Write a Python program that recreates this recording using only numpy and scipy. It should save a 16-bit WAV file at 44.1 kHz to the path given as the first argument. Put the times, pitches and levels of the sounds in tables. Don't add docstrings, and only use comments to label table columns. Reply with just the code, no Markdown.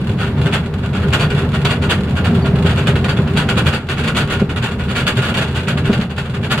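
import sys
import numpy as np
from scipy import signal
from scipy.fft import rfft, irfft
from scipy.io import wavfile
from scipy.ndimage import uniform_filter1d

SR = 44100
rng = np.random.default_rng(int(sys.argv[2]) if len(sys.argv) > 2 else 0)


def wav_out(sig):
    wavfile.write(sys.argv[1], SR, np.round(np.clip(np.atleast_2d(sig).T, -1, 1) * 32767).astype(np.int16))


N = 291060
SIDE_DELAY_S = .00019


def gain_of(db):
    return 10 ** (np.asarray(db) / 20)


def unit_level(x):
    return x / np.sqrt(np.mean(x ** 2) + 1e-20)


def value_at(points, hz):
    f, value = np.transpose(points)
    return np.interp(np.log(hz + 1), np.log(f + 1), value)


def add(mix, s, sound):
    part = mix[..., max(round(s * SR), 0):][..., :sound.shape[-1]]
    part += sound[..., :part.shape[-1]]


def tone_colour(outline, peaks, hz):
    peaks_db = sum(db / (1 + ((hz - f) / width) ** 2) for f, width, db in peaks)
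    return gain_of(value_at(outline, hz) + peaks_db)


def ring_after_hit(gain):
    log_gain = np.log(np.maximum(np.r_[gain, gain[-2:0:-1]], 1e-6))
    return np.exp(np.conj(signal.hilbert(log_gain)))[:len(gain)]


def from_all_sides(spectra, hz):
    alike = np.sinc(2 * hz * SIDE_DELAY_S)
    mid, side = np.sqrt((1 + alike) / 2) * spectra[0], np.sqrt((1 - alike) / 2) * spectra[1]
    return np.array([mid + side, mid - side])


def steadied(x, seconds):
    power = uniform_filter1d(np.mean(np.atleast_2d(x) ** 2, 0), int(seconds * SR))
    return x / np.sqrt(uniform_filter1d(power, int(seconds * SR / 2)) + 1e-12)


def shaking_db():
    # t/s, level/dB
    ride = [(0.0, -17), (0.25, -17), (0.47, -13), (0.62, -18), (0.87, -18), (1.0, -13.5), (2.07, -15.5),
            (2.36, -12), (3.1, -14.5), (3.67, -14), (3.83, -23.5), (4.02, -16.5), (4.78, -18.5),
            (5.02, -17.5), (5.65, -18), (5.92, -14.5), (6.15, -22.5), (6.6, -17)]
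    return np.interp(np.arange(N) / SR, *np.transpose(ride))


def extra_shaking_db():
    shake_db = shaking_db()
    return shake_db - shake_db.mean()


def random_hits(shape, per_s, spread_db):
    hits = rng.random(shape) < per_s / SR
    return hits * gain_of(spread_db * np.clip(rng.standard_normal(shape), -2, 2))


def cabin_knock(hz, size, direct=0.5, echoes_per_s=5000):
    # f/Hz, level/dB
    knock_tone = [(120, -9.5), (400, -1), (750, -4), (1050, -3.5), (1550, 0.5), (2050, -4), (2600, 0),
                  (3400, -3), (4400, -9.5), (5500, -21), (6300, -20), (7000, -16.5), (9400, -21.5),
                  (11200, -27.5), (15500, -34.5)]
    # f/Hz, half-width/Hz, boost/dB
    pane_rings = [(1320, 30, 3), (1430, 35, 6), (2798, 45, 6), (3387, 45, 5), (4562, 45, 7.5),
                  (7345, 40, 4), (8895, 60, 4.5), (9382, 55, 5)]
    # f/Hz, time to fade by 60 dB/s
    echo_times = [(300, 0.26), (1500, 0.18), (4000, 0.14), (12000, 0.16)]
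    echoes = rng.standard_normal((2, size)) * (rng.random((2, size)) < echoes_per_s / SR)
    f, t, bands = signal.stft(echoes, SR, nperseg=256)
    fade = gain_of(-60 * t / value_at(echo_times, f)[:, None])
    tail = signal.istft(bands * fade, SR, nperseg=256)[1][:, :size]
    walls = from_all_sides(rfft(tail / np.linalg.norm(tail, axis=1, keepdims=True)), hz)
    delay_s = SIDE_DELAY_S * (1 + rng.uniform(-0.12, 0.28) * np.array([[1], [-1]]))
    straight = direct * np.exp(-2j * np.pi * hz * delay_s)
    return (walls + straight) * ring_after_hit(tone_colour(knock_tone, pane_rings, hz))


def fitting_ticks(level_db=-37, follow=0.57, ticks_per_s=60, db_per_octave=0.5, count=4, size=8192):
    hz, out = np.fft.rfftfreq(size, 1 / SR), np.zeros((2, N))
    treble_lift = gain_of(db_per_octave * np.log2(np.maximum(hz, 500)))
    for _ in range(count):
        hits = random_hits(N, ticks_per_s / count, spread_db=5)
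        tick = irfft(treble_lift * cabin_knock(hz, size))
        out += signal.oaconvolve(hits[None], tick, axes=1)[:, :N]
    return gain_of(level_db + follow * extra_shaking_db()) * unit_level(out)


def fitting_pings(level_db=-1.5, rise_s=0.003):
    # t/s, level/dB
    strikes = [(1.205, -23), (2.42, -32), (3.092, -22), (3.74, -25), (5.069, -39), (5.691, -54)]
    # f/Hz, level/dB, time to fade by 60 dB/s
    tones = [(4562, 0, .15), (4600, -7, .07), (6771, -15, .12), (10510, -21, .1)]
    out, t = np.zeros((2, N)), np.arange(SR // 4) / SR
    for s, strike_db in strikes:
        ring = sum(gain_of(db - 60 * t / fade_s) * np.sin(2 * np.pi * (hz * t + rng.random((2, 1))))
                   for hz, db, fade_s in tones)
        add(out, s, gain_of(level_db + strike_db) * ring * (1 - np.exp(-t / rise_s)))
    return out * gain_of([[-2.5], [2.5]])


def wheel_roar(level_db=-12, follow=1.18):
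    # f/Hz, level/dB
    roar_tone = [(20, -47), (150, -2), (330, 0.5), (560, -2), (800, -5), (1400, -8.5), (2500, -16.5),
                 (4000, -21), (6000, -36.5), (10000, -38.5), (16000, -46)]
    # f/Hz, half-width/Hz, boost/dB
    frame_rings = [(400, 18, 14), (491, 17, 6)]
    hz = np.fft.rfftfreq(N, 1 / SR)
    noise = from_all_sides(rfft(rng.standard_normal((2, N))), hz)
    roar = steadied(irfft(noise * tone_colour(roar_tone, frame_rings, hz), N), seconds=0.57)
    return roar * gain_of(level_db + shaking_db().mean() + follow * extra_shaking_db())


def cabin_boom(level_db=-1.12, low_hz=31, high_hz=300, between_peaks_db=-21, spread_hz=105):
    # f/Hz, width/Hz, level/dB
    body_rings = [(47, 16, -20), (75.6, 12.4, -6), (83.8, 6.6, 2), (134.2, 38, -0.5), (146.2, 7, 0.5),
                  (186.8, 7.2, -3.5), (201, 16, -6), (231, 18.3, -5), (297, 11, -11.5)]
    hz = np.fft.rfftfreq(N, 1 / SR)
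    peaks = sum(gain_of(db) ** 2 / (1 + ((hz - f) / width) ** 2) ** 2 for f, width, db in body_rings)
    bass_band = hz ** 4 / (hz ** 4 + low_hz ** 4) / (1 + (hz / high_hz) ** 8)
    power = (peaks + gain_of(between_peaks_db) ** 2) * bass_band
    noise = from_all_sides(rfft(rng.standard_normal((2, N))), hz / (1 + (spread_hz / (hz + 1)) ** 6))
    boom = steadied(irfft(noise * np.sqrt(power), N), seconds=0.27)
    return boom * gain_of(level_db + shaking_db())


def track_thuds(level_db=-2, rise_s=0.0079, frame_db=-13, frame_hz=398, frame_fade_s=0.21, clunk_db=-12):
    # t/s, level/dB, thud f/Hz
    bumps = [(0.096, -3.5, 106), (0.394, -7, 125), (0.448, -9, 136.4), (1.326, -14, 134), (1.432, -6, 104),
             (2.292, -8, 167.8), (2.38, -2, 148), (2.53, -10, 171), (2.593, -6, 177.7), (2.647, -3, 171),
             (2.882, -6, 141), (2.938, -6.5, 139), (3.188, -4, 140), (3.659, -9, 124), (4.414, -4, 201),
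             (5.182, -7, 132), (5.754, -10, 152), (5.895, -1, 205), (5.984, -5.5, 191), (6.296, -9, 126),
             (6.395, -9.5, 118)]
    out, t = np.zeros(N), np.arange(SR // 5) / SR
    clunk_band = signal.butter(2, [310, 620], "bandpass", fs=SR, output="sos")
    push = (t / rise_s * np.exp(1 - t / rise_s)) ** 1.8
    ring = gain_of(frame_db - 60 * t / frame_fade_s) * np.sin(2 * np.pi * frame_hz * t)
    for s, db, hz in bumps:
        thud = np.sin(2 * np.pi * (hz * t + rng.random()))
        noise = unit_level(signal.sosfilt(clunk_band, rng.standard_normal(len(t))))
        clunk = gain_of(clunk_db) * (hz / 200) ** 2 * noise
        add(out, s, gain_of(db + level_db) * (push * (thud + clunk) + ring))
    return out


def chatter_bursts(rock_s=.092, uneven_s=.008, soft_swell_s=0.0099,
                   soft_db=-28.5, spread_db=2.5, follow=.6, loosen_db_per_s=1.32):
    # t/s, level/dB, swell from t to the peak/s
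    hard = [(0.186, -20, .025), (0.452, -22, 0.01), (0.523, -16, 0.013), (0.933, -23, .02),
            (1.122, -14, 0.011), (1.19, -16.5, 0.017), (1.295, -23, 0.015), (1.359, -22, 0.022),
            (1.532, -21, .01), (1.647, -16.5, 0.0059), (1.688, -17, .017), (1.816, -21.5, 0.015),
            (1.89, -13.5, 0.013), (2.16, -21.5, 0.015), (2.241, -19.5, 0.014), (2.648, -19.5, .013),
            (2.692, -22, 0.0089), (2.766, -20.5, 0.019), (2.862, -17, .014), (2.952, -22, 0.01),
            (3.041, -21, .004), (3.082, -19.5, 0.011), (3.358, -15.5, .02), (3.483, -16.5, 0.0097),
            (3.565, -16, 0.011), (3.659, -16.5, 0.0098), (3.72, -18.5, 0.015), (3.887, -19, 0.014),
            (3.966, -21.5, 0.02), (4.03, -22, .015), (4.07, -18.5, .009), (4.15, -14, .02),
            (4.285, -17, 0.024), (4.489, -25.5, 0.0096), (4.559, -23, 0.0084), (4.619, -19, 0.019),
            (4.881, -22.5, 0.016), (4.95, -16, 0.021), (5.06, -14, 0.014), (5.16, -19.5, .014),
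            (5.218, -18, .018), (5.278, -21, 0.014), (5.34, -21, 0.006), (5.368, -18, 0.0088),
            (5.4, -19.5, .018), (5.544, -21, 0.021), (5.67, -18, 0.015), (5.771, -23.5, 0.0061),
            (5.84, -22.5, 0.02), (5.928, -21.5, 0.0084), (6.172, -22.5, 0.01), (6.501, -15, 0.013),
            (6.576, -21.5, 0.0045)]
    shake_db = extra_shaking_db()
    edges, soft = [0] + [s for s, _, _ in hard] + [N / SR], []
    chance = iter(rng.standard_normal((N // 1000, 2)))
    for start, end in zip(edges, edges[1:]):
        rocks = max(round((end - start) / rock_s), 1)
        for s in np.linspace(start, end, rocks + 1)[1:-1]:
            late, harder = next(chance)
            db = soft_db + follow * shake_db[int(s * SR)] + loosen_db_per_s * (s - N / SR / 2)
            soft.append((s + uneven_s * late, db + spread_db * harder, soft_swell_s))
    return list(hard) + soft


def window_chatter(level_db=1.63, knocks_per_s=260, scrape=0.051, head_start=.55, count=14, size=8192):
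    out, t, hz = np.zeros((2, N)), np.arange(size) / SR, np.fft.rfftfreq(size, 1 / SR)
    parts = np.array([cabin_knock(hz, size) for _ in range(count)])
    octaves = np.log2(np.maximum(hz, 500) / 2000)
    treble = 1 / (1 + (4600 / (hz + 1)) ** 4)
    burst_scale = np.sqrt(0.028 * SR / size)
    for s, db, swell_s in chatter_bursts():
        shaken = parts[rng.choice(count, size=3, replace=False)]
        shape = (len(shaken), size)
        rise_s = swell_s * (1 + head_start)
        force = (t / rise_s * np.exp(1 - t / rise_s)) ** 2.15
        knocks = random_hits(shape, knocks_per_s, spread_db=4.0)
        knocks[0, int(rise_s * SR * .85)] = 1.33
        drive = force * (knocks * rng.choice([-1, 1], shape) + scrape * rng.standard_normal(shape))
        blows = (1 - treble) * rfft(unit_level(drive)) + treble * rfft(unit_level(drive * abs(drive)))
        db_per_octave = 0.1555 * (db + 14) + 0.17 * (s - N / SR / 2)
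        burst = irfft((blows[:, None] * shaken).sum(0) * gain_of(db_per_octave * octaves))
        add(out, s - head_start * swell_s, gain_of(db + level_db) * unit_level(burst) * burst_scale)
    return out


def scene():
    bass = cabin_boom() + track_thuds()
    clatter = wheel_roar() + window_chatter() + fitting_pings() + fitting_ticks()
    return bass + clatter * gain_of([[-.2], [.2]])


def record(dry, ceiling=1.0, top_hz=15800):
    rounded = dry / (1 + (dry / ceiling) ** 8) ** (1 / 8)
    treble_cut = signal.firwin(511, top_hz, window=("kaiser", 9), fs=SR)
    return signal.oaconvolve(rounded, treble_cut[None], "same")


dry = scene()
out = record(dry)
wav_out(out)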